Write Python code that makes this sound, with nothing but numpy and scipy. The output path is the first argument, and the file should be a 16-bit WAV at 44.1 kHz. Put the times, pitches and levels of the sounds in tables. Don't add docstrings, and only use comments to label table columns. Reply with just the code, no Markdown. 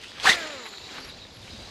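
import sys
import numpy as np
from scipy import signal
from scipy.io import wavfile
from scipy.ndimage import uniform_filter1d

SR = 44100
rng = np.random.default_rng(int(sys.argv[2]) if len(sys.argv) > 2 else 0)


def waveform_to_disk(signal):
    frames = np.transpose(np.atleast_2d(signal))
    scaled = np.clip(frames, -1, 1) * 32767
    samples = np.round(scaled).astype(np.int16)
    wavfile.write(sys.argv[1], SR, samples)


def volts_from_db(level):
    exponent = np.asarray(level, float) / 20
    return 10 ** exponent


N = 74970
T = np.arange(N) / SR

# (frequency [Hz], density [dB per Hz])
WIND_SPECTRUM = [(20, -18), (45, -8.5), (90, -3.5), (200, -13), (450, -18), (900, -22), (1500, -37),
                 (3000, -90)]
# (time [s], level [dB])
GUSTS = [(0, -56), (.12, -63), (.25, -49.5), (.33, -53), (.42, -65), (.76, -67), (.85, -51.5), (.9, -63),
         (1.05, -52), (1.3, -54), (1.45, -53), (1.58, -47.5), (1.7, -53)]
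# (frequency [Hz], density [dB per Hz])
FIELD_SPECTRUM = [(110, -34), (190, -5.5), (350, -4.5), (740, -7.5), (1250, -11), (4770, -8.5), (8740, -32),
                  (11200, -33.5), (15000, -37)]
# (time [s], level [dB])
BREEZE_LEVEL = [(0, -55.5), (.12, -55), (.4, -48.5), (.6, -54.5), (.8, -54.5), (.95, -49.5), (1.15, -56.5),
                (1.33, -58), (1.5, -54.5), (1.7, -53.5)]
# (time [s], length [s], level [dB])
INSECT_BUZZES = [(0.503, 0.052, -66), (0.643, 0.06, -60.5), (0.783, .015, -65.5), (.94, 0.017, -64),
                 (0.983, 0.045, -63), (1.034, 0.08, -60), (1.324, 0.079, -67), (1.407, .06, -72)]
# (time [s], frequency [Hz], level [dB])
INSECT_WHISTLES = [
    [(.62, 11200, -72), (.645, 12700, -67), (.68, 13450, -70), (.715, 13350, -70), (.77, 12450, -73),
     (.85, 12450, -75), (.86, 12400, -90)],
    [(.8, 13700, -82), (.87, 13750, -76), (.9, 14250, -70), (.935, 13550, -77), (.96, 13600, -63),
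     (.99, 14050, -78), (1.02, 13850, -78), (1.03, 13700, -95)],
    [(1.09, 14700, -74), (1.11, 13800, -73), (1.125, 13000, -75)],
]
# (time [s], frequency [Hz], level [dB])
FAR_CHORUS = [(0, 2896, -48), (.07, 2808, -48.5), (.11, 3686, -50), (.16, 3100, -50), (.3, 3900, -46),
              (.7, 4033, -50), (1, 4004, -54), (1.15, 3987, -56.5), (1.3, 3900, -58.5), (1.45, 3820, -58.5),
              (1.55, 4180, -55), (1.7, 4210, -59)]
# (time [s], number of notes, level [dB], frequency [Hz])
BIRD_RUNS = [(.202, 1.5, -45, 4300), (0.552, 3.5, -53, 3980), (.634, 2.5, -45.5, 3910),
             (.727, 3.5, -45.5, 3960), (.778, 1.5, -52, 3606), (.745, 6.5, -50, 4290),
             (.93, 1.5, -54, 3350), (.815, 3.5, -45, 3920), (0.904, 2.5, -47, 3845), (.955, 2.5, -49, 3830),
             (1.016, 1.5, -50, 4740), (1.014, 1.5, -52, 4100), (1.029, 1.5, -47.5, 4550),
             (1.047, 1.5, -53, 4670), (1.001, 1.5, -53, 5550), (1.042, 1.5, -48.5, 5530),
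             (1.095, 1.5, -44.5, 3770), (1.115, 2.5, -49.5, 3950), (1.085, 2.5, -52, 4800),
             (1.148, 1.5, -57, 4720), (1.174, 2.5, -56, 4010), (1.18, 2.5, -57, 4670),
             (1.214, 2.5, -47, 3797), (1.262, 1.5, -58, 3894), (1.425, 1.5, -52, 3620),
             (1.48, 1.5, -53, 3150), (1.502, 2.5, -47.5, 3904), (1.545, 2.5, -52, 3814),
             (1.505, 3.5, -52.5, 5000), (1.586, 3.5, -51, 4750), (1.595, 2.5, -52, 3860),
             (1.628, 2.5, -48, 3950), (1.655, 2.5, -61, 4500), (1.67, 2.5, -59, 4110)]
# (time [s], length [s], level [dB], centre frequency [Hz])
SLEEVE_RUSTLES = [(.03, 0.034, -43.5, 2300), (0.13, 0.17, -43.5, 2060), (0.0058, 0.056, -49.5, 3000),
                  (.95, 0.066, -45, 1800), (0.34, 0.13, -54.5, 10500), (0, 0.17, -54.5, 4700),
                  (1.37, 0.44, -57.5, 4800), (.652, 0.03, -39.5, 1750), (.652, 0.021, -45.5, 830),
                  (0.46, 0.023, -44, 2900), (.4, 0.049, -39, 2600), (.465, 0.02, -41, 2200),
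                  (0.727, 0.017, -42, 1820), (0.882, 0.16, -48.5, 1260), (1.03, 0.092, -47, 1870),
                  (1.4, 0.14, -56, 2760), (1.58, 0.11, -54, 2500)]
# (time [s], peak level [dB], frequency [Hz])
REEL_TICKS = [(0.1182, -32, 1800), (.1191, -36, 4800), (0.1995, -19.5, 3300), (.1992, -28, 2080),
              (.2298, -30, 3000), (0.7828, -27, 3870), (0.8913, -29.5, 2400), (0.929, -33, 3770),
              (.985, -26, 1500), (.986, -30, 2280), (1.056, -35, 2000), (1.072, -37, 1700),
              (.953, -34, 3000), (1.188, -35, 2580), (1.252, -38, 1900), (1.2688, -35, 3770),
              (1.3701, -36, 3410), (1.479, -31, 2410)]
# (time [s], rate [turns per s], level [dB])
SPOOL_SPEED = [
    (.315, 366, -44),
    (.36, 350, -41),
    (.43, 318, -43),
    (.5, 302, -45),
    (.56, 268, -47),
    (.64, 228, -50),
    (.72, 203, -55),
    (.84, 177, -68),
]
SPOOL_ORDER_LEVELS = [-6, 0, -13, -5, -1, -6, -11]
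# (frequency [Hz], density [dB per Hz])
LINE_SPECTRUM = [(250, -11), (500, 0), (1000, -8.5), (2000, 1.5), (4000, -7.5), (7000, -28), (11500, -33.5),
                 (15000, -48)]
# (time [s], level [dB])
ROD_AIR_LEVEL = [
    (.2, -42.5),
    (.226, -40.5),
    (.236, -30),
    (.249, -29),
    (.258, -23),
    (.3, -17.5),
    (.312, -22),
    (.335, -28),
    (.358, -33.5),
]
# (frequency [Hz], density [dB per Hz])
ROD_AIR_SPECTRUM = [(150, -29), (450, -12), (800, -11.5), (1300, -9.5), (2200, -8.5), (3800, -8),
                    (7000, -17), (12000, -31.5), (15000, -37)]
# (time [s], frequency [Hz], level [dB])
VORTEX_TONE = [
    (.249, 950, -30),
    (.254, 1100, -17),
    (.263, 1350, -20),
    (.272, 1700, -14),
    (.283, 1600, -21),
    (.299, 1900, -16),
    (.311, 2000, -27),
    (.32, 2100, -22),
    (.335, 1950, -32),
]
# (time [s], length [s], level [dB], frequency [Hz])
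TIP_WHISTLES = [
    (.232, .022, -33, 4300),
    (.262, .026, -27, 3400),
    (.289, .02, -20, 3850),
    (.325, .014, -24, 3500),
    (.328, .02, -31, 4100),
    (.33, .05, -36, 1800),
    (.243, .01, -30, 900),
]


def rms_one(x):
    return x / np.sqrt(np.mean(x ** 2) + 1e-20)


def in_time(rows):
    s, *columns = np.transpose(rows)
    inside = np.clip(np.minimum(T - s[0], s[-1] - T) / .006 + 1, 0, 1)
    return [np.interp(T, s, c) for c in columns] + [inside]


def drift(rate):
    r = np.exp(-80 * np.pi * rate / SR)
    white = rng.standard_normal(N // 40 + 2002)
    slow = signal.lfilter([1], [1, -2 * r, r * r], white)[2000:]
    return np.interp(np.arange(N) / 40, np.arange(len(slow)), rms_one(slow - slow.mean()))


def hump(s, length):
    u = np.clip((T - s) / length, 0, 1)
    return np.sin(np.pi * u ** 0.87) ** 0.79


def resonance(x, hz, width_hz):
    r = np.exp(-np.pi * width_hz / SR)
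    return signal.lfilter([1 - r, 0, r - 1], [1, -2 * r * np.cos(2 * np.pi * hz / SR), r * r], x + 1e-18)


def ringing_noise(hz, width_hz):
    white = rng.standard_normal(N)
    return rms_one(resonance(resonance(white, hz, width_hz), hz, width_hz))


def rough_tone(hz, width_hz):
    r = np.exp(-np.pi * width_hz / SR)
    width = signal.lfilter([1], [1, -2 * r, r * r], rng.standard_normal((2, N)))
    phase = 2 * np.pi * np.cumsum(hz * np.ones(N)) / SR
    return rms_one(width[0] * np.cos(phase) + width[1] * np.sin(phase))


def banded_noise(spectrum, patchy_db, rate):
    out, together = 0, drift(rate)
    edges = 20 * 2 ** np.arange(0, 9.7, 1 / 3)
    white = rng.standard_normal((2, N + 9000))
    hz, db = np.transpose(spectrum)
    for k, (low, high) in enumerate(zip(edges, edges[1:])):
        sos = signal.butter(2, [low, high], "band", fs=SR, output="sos")
        band = signal.sosfilt(sos, white[k % 2])[-N:]
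        level_db = np.interp(np.log(low * high) / 2, np.log(hz), db)
        out = out + band * volts_from_db(level_db + patchy_db * (0.52 * together + drift(rate)))
    return rms_one(out)


def microphone_wind():
    return volts_from_db(in_time(GUSTS)[0] + 2.5) * banded_noise(WIND_SPECTRUM, patchy_db=1.5, rate=10)


def far_field():
    return volts_from_db(in_time(BREEZE_LEVEL)[0] + 8) * banded_noise(FIELD_SPECTRUM, patchy_db=0.87, rate=31)


def insect_buzz():
    wing = ringing_noise(hz=11140, width_hz=600)
    throb = volts_from_db(2.9 * np.sin(2 * np.pi * 44 * T))
    return wing * throb * sum(volts_from_db(db) * hump(s, length) ** 0.28 for s, length, db in INSECT_BUZZES)


def insect_whistle():
    out = 0
    for rows in INSECT_WHISTLES:
        hz, db, inside = in_time(rows)
        hz = uniform_filter1d(hz, size=500)
        tone = np.sin(2 * np.pi * np.cumsum(hz) / SR)
        out = out + inside * volts_from_db(db + 3 + 2.5 * drift(40)) * tone
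    return out


def bird_chorus():
    hz, db, _ = in_time(FAR_CHORUS)
    return volts_from_db(db + 2.3 * drift(38)) * rough_tone(hz, width_hz=800)


def twitters():
    note_gap_s, note_s, pitch_spread = .021, .014, .015
    out, chance = 0, rng.standard_normal((len(BIRD_RUNS), 6, 3))
    for (s, notes, db, hz), row in zip(BIRD_RUNS, chance):
        fall = .13 * (hz < 4400)
        for k, (pitch, late, loud) in enumerate(row[:int(notes)]):
            start = s + note_gap_s * (k + 0.11 * late * (k > 0))
            u = np.clip((T - start) / note_s, 0, 1)
            note_hz = hz * (1 + pitch_spread * pitch * (k > 0))
            phase = 2 * np.pi * note_hz * note_s * (u - fall * (u * u - u) / 2)
            out = out + volts_from_db(db + 5 - 1.2 * k + .5 * loud) * hump(start, note_s) * np.sin(phase)
    rough_hz = 300
    hoarse = rms_one(signal.lfilter([1], [1, -np.exp(-2 * np.pi * rough_hz / SR)], rng.standard_normal(N)))
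    out = out * (1 + .35 * hoarse)
    echoes = [(.007, .3), (.017, -.15), (.031, .12)]  # (lag [s], gain)
    return out + sum(gain * np.roll(out, int(lag * SR)) for lag, gain in echoes)


def rustles():
    grains_per_s, width_octaves = 2600, 1.34
    clicks = (rng.random(N) < grains_per_s / SR) * rng.standard_normal(N)
    grains = clicks * volts_from_db(3.5 * np.minimum(rng.exponential(1, N), 2))
    out = 0
    for s, length, db, hz in SLEEVE_RUSTLES:
        edges = hz * 2 ** (width_octaves * np.array([-.5, .5]))
        band = signal.sosfilt(signal.butter(2, edges, "band", fs=SR, output="sos"), grains)
        shape = hump(s, length)
        out = out + volts_from_db(db) * shape * band / np.sqrt(np.average(band ** 2, weights=shape ** 2))
    return out


def ticks():
    t60_s, crack_db = 0.0059, -35
    out = np.zeros(N)
    crack = signal.lfilter([1, -1], [1, -.6], rng.standard_normal(N))
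    for s, db, hz in REEL_TICKS:
        u = np.maximum(T - s, 0)
        ring = np.sin(2 * np.pi * hz * u)
        out += (T > s) * volts_from_db(db - 60 * u / t60_s) * (ring + volts_from_db(crack_db) * crack)
    return out


def bearing():
    u = T - .33
    level = volts_from_db(-48.5 - 19 * u + drift(34))
    return np.clip(u / 0.02, 0, 1) * level * ringing_noise(hz=7030, width_hz=650)


def spool():
    fade_db_per_s, low_cut_hz, wobble_db = 7, 200, 1.6
    hz, db, inside = in_time(SPOOL_SPEED)
    phase = 2 * np.pi * np.cumsum(hz * (1 + 0.0042 * drift(28.4))) / SR
    hum = 0
    for k, order_db in enumerate(SPOOL_ORDER_LEVELS, 1):
        level_db = order_db + wobble_db * np.sqrt(k) * drift(25) - fade_db_per_s * (k - 2) * (T - .4)
        radiation = 1 / (1 + (low_cut_hz / (k * hz)) ** 6)
        hum = hum + volts_from_db(level_db) * np.sin(k * phase) * radiation
    hiss = volts_from_db(4) * banded_noise(LINE_SPECTRUM, patchy_db=1.8, rate=55)
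    return inside * volts_from_db(db) * (np.sqrt(2) * hum + hiss)


def rod_body():
    u = np.maximum(T - .2935, 0)
    thump = volts_from_db(-21 - 60 * u / .035) * np.sin(2 * np.pi * 220 * u)
    butt_hz = 765
    butt_tone = .4 * rough_tone(butt_hz, 120) + np.sin(2 * np.pi * butt_hz * T)
    butt = volts_from_db(-23) * hump(.272, .022) * butt_tone
    hum = volts_from_db(-49.5) * hump(0.936, .14) * np.sin(2 * np.pi * 265 * T)
    return thump + butt + hum


def tip_whistles():
    return sum(volts_from_db(db) * hump(s, length) * rough_tone(hz, width_hz=450) for s, length, db, hz in TIP_WHISTLES)


def rod_swish():
    air_db, inside = in_time(ROD_AIR_LEVEL)
    air = inside * volts_from_db(air_db) * banded_noise(ROD_AIR_SPECTRUM, patchy_db=0.5, rate=85)
    hz, db, inside = in_time(VORTEX_TONE)
    width_hz = 380
    tone = rough_tone(hz, width_hz) + volts_from_db(-9) * rough_tone(2 * hz, width_hz)
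    return air + inside * volts_from_db(db) * tone


def scene():
    background = microphone_wind() + far_field()
    animals = insect_buzz() + insect_whistle() + bird_chorus() + twitters()
    reel = ticks() + bearing() + spool()
    rod = rod_body() + tip_whistles() + rod_swish()
    mid = background + animals + rustles() + reel + rod
    return np.array([mid, mid])


def roll_off(x):
    return signal.sosfilt(signal.butter(12, 15300, fs=SR, output="sos"), x)


def record(dry):
    rolled_off = signal.sosfilt(signal.butter(4, 13100, fs=SR, output="sos"), dry)
    dry = 0.8 * np.tanh(rolled_off / 0.81)
    turn = np.exp(1j * 6 * drift(90))
    turned = np.real(signal.hilbert(dry[0]) * turn)
    high_pass = signal.cheby2(10, 45, 10500, "high", fs=SR, output="sos")
    top = signal.sosfilt(high_pass, turned + .2 * dry[0])
    lagged = np.roll(dry[0], int(.004 * SR))
    side = volts_from_db(-3) * top + volts_from_db(-34.5) * lagged
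    return roll_off(dry + side * [[1], [-1]])


dry = scene()
out = record(dry)
waveform_to_disk(out)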